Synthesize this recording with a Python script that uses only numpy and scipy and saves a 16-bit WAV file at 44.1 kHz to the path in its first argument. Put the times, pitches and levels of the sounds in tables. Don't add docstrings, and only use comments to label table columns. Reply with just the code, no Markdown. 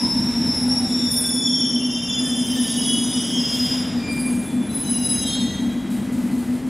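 import sys
import numpy as np
from scipy import signal
from scipy.io import wavfile
from scipy.ndimage import uniform_filter1d

SR = 44100
rng = np.random.default_rng(int(sys.argv[2]) if len(sys.argv) > 2 else 0)


def invert_db(x):
    u = np.asarray(x, float) / 20
    return 10 ** u


def master(y):
    cut = np.clip(np.atleast_2d(y).T, -1, 1)
    pcm = np.round(cut * 32767)
    wavfile.write(sys.argv[1], SR, pcm.astype(np.int16))


N = 295019


def rms_one(x):
    return x / np.sqrt(np.mean(np.abs(x) ** 2) + 1e-20)


def in_time(rows):
    s, *columns = np.transpose(rows)
    return [np.interp(np.arange(N) / SR, s, column) for column in columns]


def at_hz(points, hz):
    points_hz, db = np.transpose(points)
    return np.interp(np.log(hz), np.log(points_hz), db)


def drift(rate_hz, size=N, channels=1):
    r = np.exp(-32 * np.pi * rate_hz / SR)
    noise = rng.standard_normal((channels, size // 16 + 602))
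    slow = signal.lfilter([1], [1, -2 * r, r * r], noise)[:, 600:]
    at = np.arange(size) / 16
    return np.array([np.interp(at, np.arange(len(v)), v) for v in rms_one(slow)])


def resonance(x, hz, width_hz):
    r = np.exp(-np.pi * width_hz / SR)
    zeros = np.array([1, 0, -1]) * (1 - r * r) / 2
    poles = [1, -2 * r * np.cos(2 * np.pi * hz / SR), r * r]
    return signal.lfilter(zeros, poles, x)


def grip_db(grabs, t, hz):
    rise_db_per_s, fall_db_per_s = 650, 85 * (hz / 5000) ** 0.081
    u = t[::32]
    power = 0
    for start, held, db in grabs:
        rise_db = rise_db_per_s * np.maximum(start - u, 0)
        fall_db = fall_db_per_s * np.maximum(u - start - held, 0)
        power = power + invert_db(db - rise_db - fall_db) ** 2
    return np.interp(t, u, 10 * np.log10(power + 1e-20))


# (frequency [Hz], level [dB])
SIDE_SHARE = [(30, -41), (100, -22), (1000, -27), (1800, -28.5), (3000, -26.5), (6000, -14.5), (11000, -18),
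              (15000, -25)]


def mid_side(hz):
    return np.array([[1], [invert_db(at_hz(SIDE_SHARE, hz))]])


def sing(hz, level_db, spread_hz, steady, skirt_db):
    paths = drift(spread_hz, size=len(hz), channels=4)
    paths[0] += invert_db(skirt_db) * np.sqrt(2) * drift(4 * spread_hz, size=len(hz))[0]
    turn = 2 * np.pi * np.cumsum(hz) / SR
    tone = (paths[:2] + steady) * np.cos(turn) + paths[2:] * np.sin(turn)
    mid_power = ((paths[0] + steady) ** 2 + paths[2] ** 2) / 2
    power = uniform_filter1d(mid_power, size=int(.09 * SR))
    return invert_db(level_db) * mid_side(np.mean(hz)) * tone / np.sqrt(power)


def banded_noise(spectrum, patchy_db):
    out, size = 0, N // 16 + 1
    together = drift(48.0, size=size)
    edges = 20 * 2 ** np.arange(0, 10.1, 1 / 3)
    white = rng.standard_normal((2, 2, N))
    for k, (low, high) in enumerate(zip(edges, edges[1:])):
        if high <= spectrum[0][0] or low >= spectrum[-1][0]:
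            continue
        hz = np.sqrt(low * high)
        band_pass = signal.butter(2, [low, high], "band", fs=SR, output="sos")
        band = signal.sosfilt(band_pass, white[k % 2])
        flicker_db = patchy_db * (.5 * together + drift(380, size=size))
        gain = invert_db(at_hz(spectrum, hz) + flicker_db).repeat(16)[:N]
        out = out + gain * band * mid_side(hz)
    return rms_one(out) * np.sqrt(2)


# (time [s], held [s], level [dB])
GRABS_LOW = [
    [(.9, 0.12, -43.5), (1.02, 0.199, -43), (1.25, 0.17, -32.5), (1.44, 0.025, -25.5), (1.57, 0.058, -31),
     (1.7, 0.3, -40.5), (2.1, 0.084, -28.5), (2.18, 0.032, -32.5), (2.3, 0.085, -33), (2.55, 0.17, -38),
     (2.83, 0.16, -47)],
    [(1.49, 0.21, -36), (1.75, 0.22, -39), (1.95, 0.17, -35.5), (2.25, 0.4, -38.5)],
    [(4.7, 0.17, -45.5), (4.85, 0.14, -40), (5.05, 0.26, -35.5), (5.24, 0.19, -37.5), (5.5, 0.18, -49),
     (5.7, 0.29, -56)],
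    [(5.1, 0.093, -51), (5.22, 0.072, -41), (5.29, 0.044, -29.5), (5.45, 0.072, -41.5), (5.55, 0.1, -44),
     (5.7, 0.32, -55)],
]
GRABS_MID = [
    [(0, 0.16, -25.5), (.2, .9, -34.5), (.45, 0.11, -27), (1.1, .4, -32.5)],
    [(0, 0.64, -32.5), (.71, 0.057, -24), (.9, 0.26, -27), (1.15, .3, -31), (1.46, 0.17, -22.5),
     (1.7, 0.029, -26.5), (1.8, 0.14, -32.5), (2.0, 0.14, -35), (2.25, 0.17, -42), (2.5, 0.3, -41)],
    [(.6, 1.3, -47), (1.9, 0.18, -40), (2.14, 0.096, -33), (2.3, 0.7, -37.5), (2.8, 0.1, -36.5),
     (3.0, 0.36, -38.5), (3.14, 0.024, -32.5), (3.41, 0.11, -27.5), (3.6, 0.13, -26.5), (3.9, 0.26, -45.5)],
    [(4.72, 0.091, -55), (4.85, 0.22, -44), (5.05, .1, -46), (5.15, .17, -36.5), (5.35, 0.13, -44),
     (5.47, 0.084, -45)],
]
GRABS_HIGH = [
    [(.57, 0.25, -37.5), (.9, 0.22, -46), (1.12, 0.12, -26), (1.3, 0.034, -27.5), (1.5, 0.29, -39.5),
     (1.85, 0.35, -44.5), (2.2, 0.31, -35.5), (2.6, 0.24, -30), (2.85, 0.15, -27.5), (3.1, 0.022, -30.5),
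     (3.2, .03, -34)],
    [(4.09, 0.11, -45), (4.2, 0.078, -33.5), (4.4, 0.023, -39), (4.64, .1, -41), (4.75, 0.054, -28),
     (4.9, 0.067, -25.5), (5.05, 0.083, -23), (5.17, 0.16, -36)],
]
GRABS_THIN = [
    [(2.65, .12, -45), (2.78, 0.17, -32), (2.9, 0.052, -29.5), (3.15, 0.076, -34), (3.3, 0.083, -39)],
    [(2.86, 0.064, -27), (3.0, 0.16, -41)],
    [(3.18, 0.16, -36), (3.34, 0.03, -27), (3.5, 0.1, -32.5), (3.65, .1, -38), (3.8, 0.16, -56)],
    [(4.0, 0.087, -48), (4.04, .04, -39.5), (4.08, 0.032, -32.5), (4.18, 0.1, -37), (4.4, .1, -50),
     (4.62, .08, -51.5)],
    [(4.77, .1, -52), (4.9, .15, -42), (5.05, 0.15, -36), (5.3, 0.051, -45)],
    [(.3, 0.36, -42.5), (.9, 0.16, -43.5), (1.78, .4, -47), (2.2, 0.77, -46)],
]
# (time [s], pitch [Hz])
SQUEAL_PITCH = [
    [(.87, 3530), (1.17, 3550), (1.32, 3470), (2.42, 3480), (2.57, 3530), (2.95, 3520)],
    [(1.47, 3240), (1.66, 3230), (1.74, 3145), (2.42, 3110), (2.6, 3040)],
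    [(4.67, 3960), (4.97, 3950), (5.12, 3910), (6.12, 3870)],
    [(5.1, 3300), (5.27, 3230), (5.42, 3250), (6.02, 3230)],
    [(0, 5210), (.12, 5235), (.27, 5290), (.82, 5270), (1.62, 5285)],
    [(0, 5480), (.47, 5495), (.8, 5500), (1.33, 5450), (1.6, 5475), (1.8, 5455), (2.3, 5550), (2.67, 5580)],
    [(.62, 5020), (1.57, 5010), (2.42, 5060), (4.32, 5010)],
    [(4.97, 6320), (5.32, 6400)],
    [(.52, 10290), (1.32, 10390), (1.72, 10290), (3.47, 10280)],
    [(4.07, 10280)],
    [(2.65, 2965)],
    [(2.86, 3335)],
    [(3.18, 3225)],
    [(4.0, 2381)],
    [(4.8, 5040)],
    [(.3, 5170), (1.8, 5180)],
]
SQUEAL_SPREAD = [21, 22, 20, 30, 30, 28, 30, 30, 39, 18, 16, 17, 14, 14, 20, 30]
# (time [s], held
# [s], level [dB], pitch [Hz], spread [Hz])
CHIRPS = [(0, .03, -45, 9570, 78), (.82, .25, -49, 3880, 40), (1.13, .05, -41, 8600, 57),
          (1.13, .09, -33, 8800, 48), (1.12, .09, -37, 11965, 45), (1.12, .1, -55, 13500, 130),
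          (1.19, .05, -46, 1580, 34), (1.2, .07, -40, 8260, 31), (.88, .3, -47, 7060, 80),
          (.67, .4, -55, 8510, 30), (1.6, .5, -66, 12450, 110), (1.13, .1, -56, 12500, 60),
          (1.05, .15, -46, 10580, 50), (1.15, .5, -54, 10050, 90), (2.45, .2, -56, 13850, 40),
          (2.45, .12, -64, 15600, 60), (.25, .35, -37, 5545, 25), (0, 1.7, -51, 5700, 90),
          (1.4, .7, -48, 10380, 70), (1.8, .08, -43, 2790, 34), (1.93, .05, -44, 2800, 34),
          (2.05, .17, -44, 2785, 30), (2.3, .15, -48, 2790, 34), (2.5, .3, -48, 2780, 40),
          (1.93, .17, -41, 3575, 70), (1.2, .4, -64, 13850, 60), (2.05, .2, -65, 13850, 40),
          (2.42, .35, -42, 3225, 30), (2.2, 1.5, -55, 7560, 46),
          (2.24, .03, -46, 1770, 30), (2.24, .7, -43, 8495, 22), (2.24, .95, -55, 12030, 40),
                 (2.51, .15, -53, 12325, 35), (2.47, .5, -55, 14060, 45), (2.47, .5, -60, 13200, 150),
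                 (2.56, .15, -44, 1785, 21), (2.5, .3, -48, 3835, 30), (2.65, .5, -44, 3785, 50),
                 (2.53, .08, -50, 4650, 20), (2.67, .15, -46, 4650, 20), (2.95, .15, -54, 4650, 20),
                 (2.68, .4, -42, 6665, 40), (2.4, .55, -50, 5730, 35), (2.25, .6, -48, 5490, 40),
                 (2.7, .15, -46, 5930, 40), (2.85, .36, -40, 5925, 26), (2.85, .3, -48, 8895, 40),
          (3.08, .1, -39, 3580, 30), (3.25, .18, -46, 3420, 20), (3.3, .5, -44, 3020, 25),
               (3.18, .3, -51, 5480, 30), (3.66, .2, -47, 5510, 60), (3.0, .2, -41, 8605, 86),
               (3.15, .6, -41, 5600, 30), (3.16, .3, -52, 7810, 14), (3.24, .25, -51, 6465, 26),
               (3.25, .55, -43, 10050, 30), (3.26, .46, -58, 15095, 43), (3.3, .08, -40, 5340, 10),
               (3.38, .17, -33.5, 5340, 10), (3.4, .35, -44, 2800, 40), (3.5, .25, -44, 3420, 20),
               (3.6, .25, -47, 3560, 30), (3.65, .2, -46, 5340, 20), (3.97, .1, -47, 4770, 17),
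               (4.08, .14, -43.5, 4760, 17), (3.52, .25, -48, 7150, 160), (3.28, .2, -58, 11200, 30),
               (3.28, .15, -56, 10650, 30), (3.28, .15, -57, 9480, 30), (4.25, .35, -58, 7560, 30),
               (4.05, .13, -51, 7145, 30), (4.12, .3, -55, 12130, 25), (4.13, .06, -58, 13950, 30),
               (4.12, .22, -43, 8455, 28), (4.4, .2, -57, 8455, 28), (3.5, .15, -49, 6600, 200),
               (3.3, .2, -50, 6230, 30), (4.28, .1, -53, 6630, 64), (4.47, .08, -49, 3465, 14),
               (4.62, .14, -50, 3465, 14),
          (4.7, .25, -56, 12640, 30), (4.98, .28, -56, 12790, 30), (4.74, .05, -53, 12245, 14),
               (4.74, .24, -66, 15410, 30), (4.7, .3, -59, 14220, 20), (5.0, .24, -54, 14190, 20),
               (4.84, .1, -47, 2990, 45), (4.74, .1, -52, 5140, 20), (4.85, .17, -46, 5140, 20),
               (4.86, .08, -55, 5950, 60), (5.27, .15, -47, 6560, 50), (4.93, .2, -41, 10100, 27),
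               (4.94, .3, -52, 5680, 42), (4.92, .3, -44, 2845, 28), (5.1, .12, -43, 5150, 30),
               (5.24, .14, -41, 5215, 35), (5.26, .16, -34.5, 3660, 20), (5.5, .1, -50, 3660, 30),
               (5.3, .05, -46, 7295, 56), (5.29, .12, -41, 4270, 14), (5.35, .2, -50, 4180, 40),
               (5.3, .25, -53, 2850, 30), (5.26, .06, -46, 5290, 30), (4.9, .3, -55, 4850, 60),
               (5.44, .12, -45, 1955, 32), (5.7, .8, -54, 2010, 30),]
# (mode [Hz], multiple, level when the mode is at -30 dB [dB],
# gain per dB of the mode [dB])
OVERTONES = [(5502, 2, -52, 0.46), (5262, 2, -44, 0.7), (3255, 2, -41, 1.1), (3544, 2, -37.5, 1),
             (3960, 2, -34, 1.2), (3960, 3, -36, 5)]


def squeals():
    out = np.zeros((2, N))
    lasting = GRABS_LOW + GRABS_MID + GRABS_HIGH + GRABS_THIN
    singers = list(zip(lasting, SQUEAL_PITCH, SQUEAL_SPREAD))
    for start, held, db, hz, spread_hz in CHIRPS:
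        singers.append(([(start, held, db)], [(start, hz)], spread_hz))
    for grabs, pitch, spread_hz in singers:
        first = max(grabs[0][0] - .1, 0)
        last = max(start + held for start, held, _ in grabs) + .35
        end = first + np.ceil(5 * (last - first)) / 5
        span = np.arange(int(first * SR), min(int(end * SR), N))
        hz = np.interp(span / SR, *np.transpose(pitch))
        level_db = grip_db(grabs, span / SR, hz[0])
        edge = np.minimum(1, (span[-1] - span) / 3000)
        partials = [(1, 0, 0.97)]
        for near, k, db, slope in OVERTONES:
            if abs(hz[0] / near - 1) < .012:
                partials.append((k, db + 30 * slope, slope))
        for k, db, slope in partials:
            tone = sing(k * hz, db + slope * level_db, .75 * k * spread_hz,
                        steady=25 / spread_hz, skirt_db=-19)
            out[:, span] += edge * tone
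    return out


# (time [s], centre [Hz], spread [Hz], level [dB])
RUB = [(.85, 3750, 418, -42.5), (1.05, 3604, 199, -34.5), (1.4, 3480, 130.7, -34), (1.5, 3260, 110.1, -40),
       (1.62, 3130, 150.2, -35), (1.85, 3100, 149, -34), (2.1, 3126, 70.1, -37), (2.3, 3122, 109.2, -35.5),
       (2.55, 3124, 169.4, -34), (2.9, 3305, 262.5, -34.5), (3.75, 3510, 297.8, -39.5),
       (4.2, 3680, 421, -53), (5.35, 3280, 148.2, -59), (5.8, 3410, 200, -49), (6.1, 3300, 198.3, -75)]


def rub():
    hz, spread_hz, level_db = in_time(RUB)
    out, rough_hz = 0, 1500
    rough = drift(rough_hz, channels=4)
    for k in (1, 2, 3):
        at = ((np.cumsum(k * spread_hz) / rough_hz + k * N / 4) % N).astype(int)
        turn = 2 * np.pi * k * np.cumsum(hz) / SR
        pair = rough[:2, at] * np.cos(turn) + rough[2:, at] * np.sin(turn)
        out = out + invert_db(level_db - 7 * (k - 1) ** 1.4) * pair * [[1], [invert_db(-19.0)]]
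    return out


# (frequency [Hz], level per Hz [dB])
ROLLING = [(20, -21), (50, -13.5), (95, -4.5), (130, -4), (190, 3.5), (330, -17), (420, -9.5), (900, -14.5),
           (1100, -19), (2050, -19), (4100, -30), (6500, -30), (9000, -47)]
# (time [s], load [dB], thunder in the tunnel [dB])
LOAD = [(0, 2.5, -29.5), (.4, 2, -31), (.7, 2, -31), (1.0, 1.5, -38), (1.3, 0.5, -38), (1.9, -2, -41),
        (2.2, 0, -35), (2.5, 0, -41), (3.4, 1.5, -39), (3.85, 2.5, -37), (4.1, 2, -33), (4.5, 0, -35.5),
        (5.3, 1, -33), (5.8, 0, -33.5), (6.1, 0, -35), (6.69, -1, -37)]
# (time [s], held [s], level [dB])
THUDS = [
    (1.08, 0.028, -28.5),
]


def rolling():
    load_db, thunder_db = in_time(LOAD)
    noise = banded_noise(ROLLING, patchy_db=0.88)
    deep = signal.sosfilt(signal.butter(2, 140, fs=SR, output="sos"), noise)
    tread = signal.sosfilt(signal.butter(2, 1200, "high", fs=SR, output="sos"), noise)
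    roar = noise - deep - tread
    thud_db = grip_db(THUDS, np.arange(N) / SR, 2000)
    thunder = np.hypot(invert_db(thunder_db), invert_db(thud_db))
    return invert_db(-39.5 + load_db) * roar + thunder * deep + invert_db(-40.5 + 2.12 * load_db) * tread


# (frequency [Hz], level per Hz [dB])
JET = [(2650, 2), (4500, 5), (5400, -22), (5920, -29), (6920, 3.5), (10100, 6.5), (12200, 0), (15600, -13)]
# (time [s], open [s], level [dB])
PUFFS = [(3.472, 0.058, -58), (3.53, .07, -53), (3.62, .1, -56), (3.74, .08, -61), (3.971, 0.032, -68),
         (4.12, 0.13, -67), (4.29, 0.04, -65), (4.425, .02, -64), (4.498, 0.025, -62), (5.9, 0.08, -58),
         (6.12, 0.16, -59.5), (6.31, 0.045, -60), (6.375, 0.18, -60.5), (6.53, 0.056, -64),
         (6.66, 0.043, -66)]
# (time [s], held [s], level [dB])
SCUFFS = [
    (0, 1.05, -62),
    (1.13, .03, -65),
    (2.45, 0.13, -67),
    (2.7, 0.78, -65),
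    (4.75, 0.46, -62),
    (5.1, 0.14, -62.5),
    (5.4, 0.33, -66.5),
]


def valves():
    leak_db = -68.5
    scuff_db = grip_db(SCUFFS, np.arange(N) / SR, 8000)
    power = invert_db(leak_db) ** 2 + invert_db(scuff_db) ** 2
    age = np.arange(SR) / SR
    for start, length, level_db in PUFFS:
        fall_db = 14 * age + 110 * np.maximum(age - length, 0)
        jet = invert_db(level_db - fall_db) * np.minimum(age / 0.0053, 1)
        at = int(start * SR)
        power[at:at + SR] += jet[:N - at] ** 2
    return invert_db(10.0) * np.sqrt(power) * banded_noise(JET, patchy_db=.8)


# (time [s], pitch [Hz], level [dB])
WHINE = [
    (0, 955, -37),
    (.2, 922, -40.5),
    (.45, 910, -43.5),
    (.65, 850, -44),
    (.85, 771, -36.5),
    (.95, 774, -60),
]


def motor():
    hz, level_db = np.array(in_time(WHINE))[:, :SR]
    whine = sing(hz, level_db, 40.0, steady=.3, skirt_db=-6)
    return np.pad(whine, [(0, 0), (0, N - SR)])


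# (frequency [Hz], width [Hz], level [dB])
BOOM = [(249, 16, 0), (203, 12, -12), (272, 14, -11), (236, 14, -5), (290, 50, -14), (220, 12, -15)]
# (frequency [Hz], level [dB])
HUM = [(147, -44.5), (470, -54.5)]
# (time [s], level [dB], lift of the lowest duct mode [dB])
FAN = [(0, -21.5, 4), (1.0, -21, -6), (1.2, -26, -10), (1.5, -23.5, -9), (1.8, -20.5, -6), (2.1, -30, 8.5),
       (2.25, -21.5, -6), (3.0, -22.5, -6), (3.6, -23.5, 1), (3.95, -24.5, 4), (4.3, -21.5, 6.5),
       (4.7, -22.5, 4.5), (5.2, -25, 6), (5.6, -22, 2.5), (6.0, -23.5, 8), (6.3, -20.5, 6.5),
       (6.69, -23.5, -9)]


def fan():
    boom_db, lift_db = in_time(FAN)
    white = rng.standard_normal((2, N))
    boom = 0
    for k, (hz, width_hz, db) in enumerate(BOOM):
        ring = resonance(resonance(white[k % 2], hz, 2.35 * width_hz), hz, width_hz)
        boom = boom + invert_db(db + lift_db * (hz < 210)) * rms_one(ring)
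    even = np.sqrt(uniform_filter1d(boom ** 2, size=int(.3 * SR)))
    tones = sum(sing(np.full(N, hz), db, 3.0, steady=1.5, skirt_db=-20) for hz, db in HUM)
    return invert_db(boom_db) * boom / even * [[1], [0]] + tones


# (time [s], left minus right [dB])
LEAN = [
    (0, .9),
    (1.5, .2),
    (2.5, 1.5),
    (6.69, 1.8),
]


def scene():
    mid, side = squeals() + rub() + rolling() + valves() + motor() + fan()
    bass = signal.sosfilt(signal.butter(1, [45, 500], "band", fs=SR, output="sos"), mid)
    side = side + bass * (invert_db(in_time(LEAN)[0] / 2) - 1)
    return np.array([mid + side, mid - side])


def band_limit(x):
    return signal.sosfilt(signal.butter(12, 15700, fs=SR, output="sos"), x)


def record(dry):
    rounded = 0.59 * np.tanh(dry / 0.6)
    top_cut = signal.ellip(8, .5, 60, 15630, fs=SR, output="sos")
    mix = signal.sosfilt(top_cut, rounded)
    return band_limit(mix)


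dry = scene()
out = record(dry)
master(out)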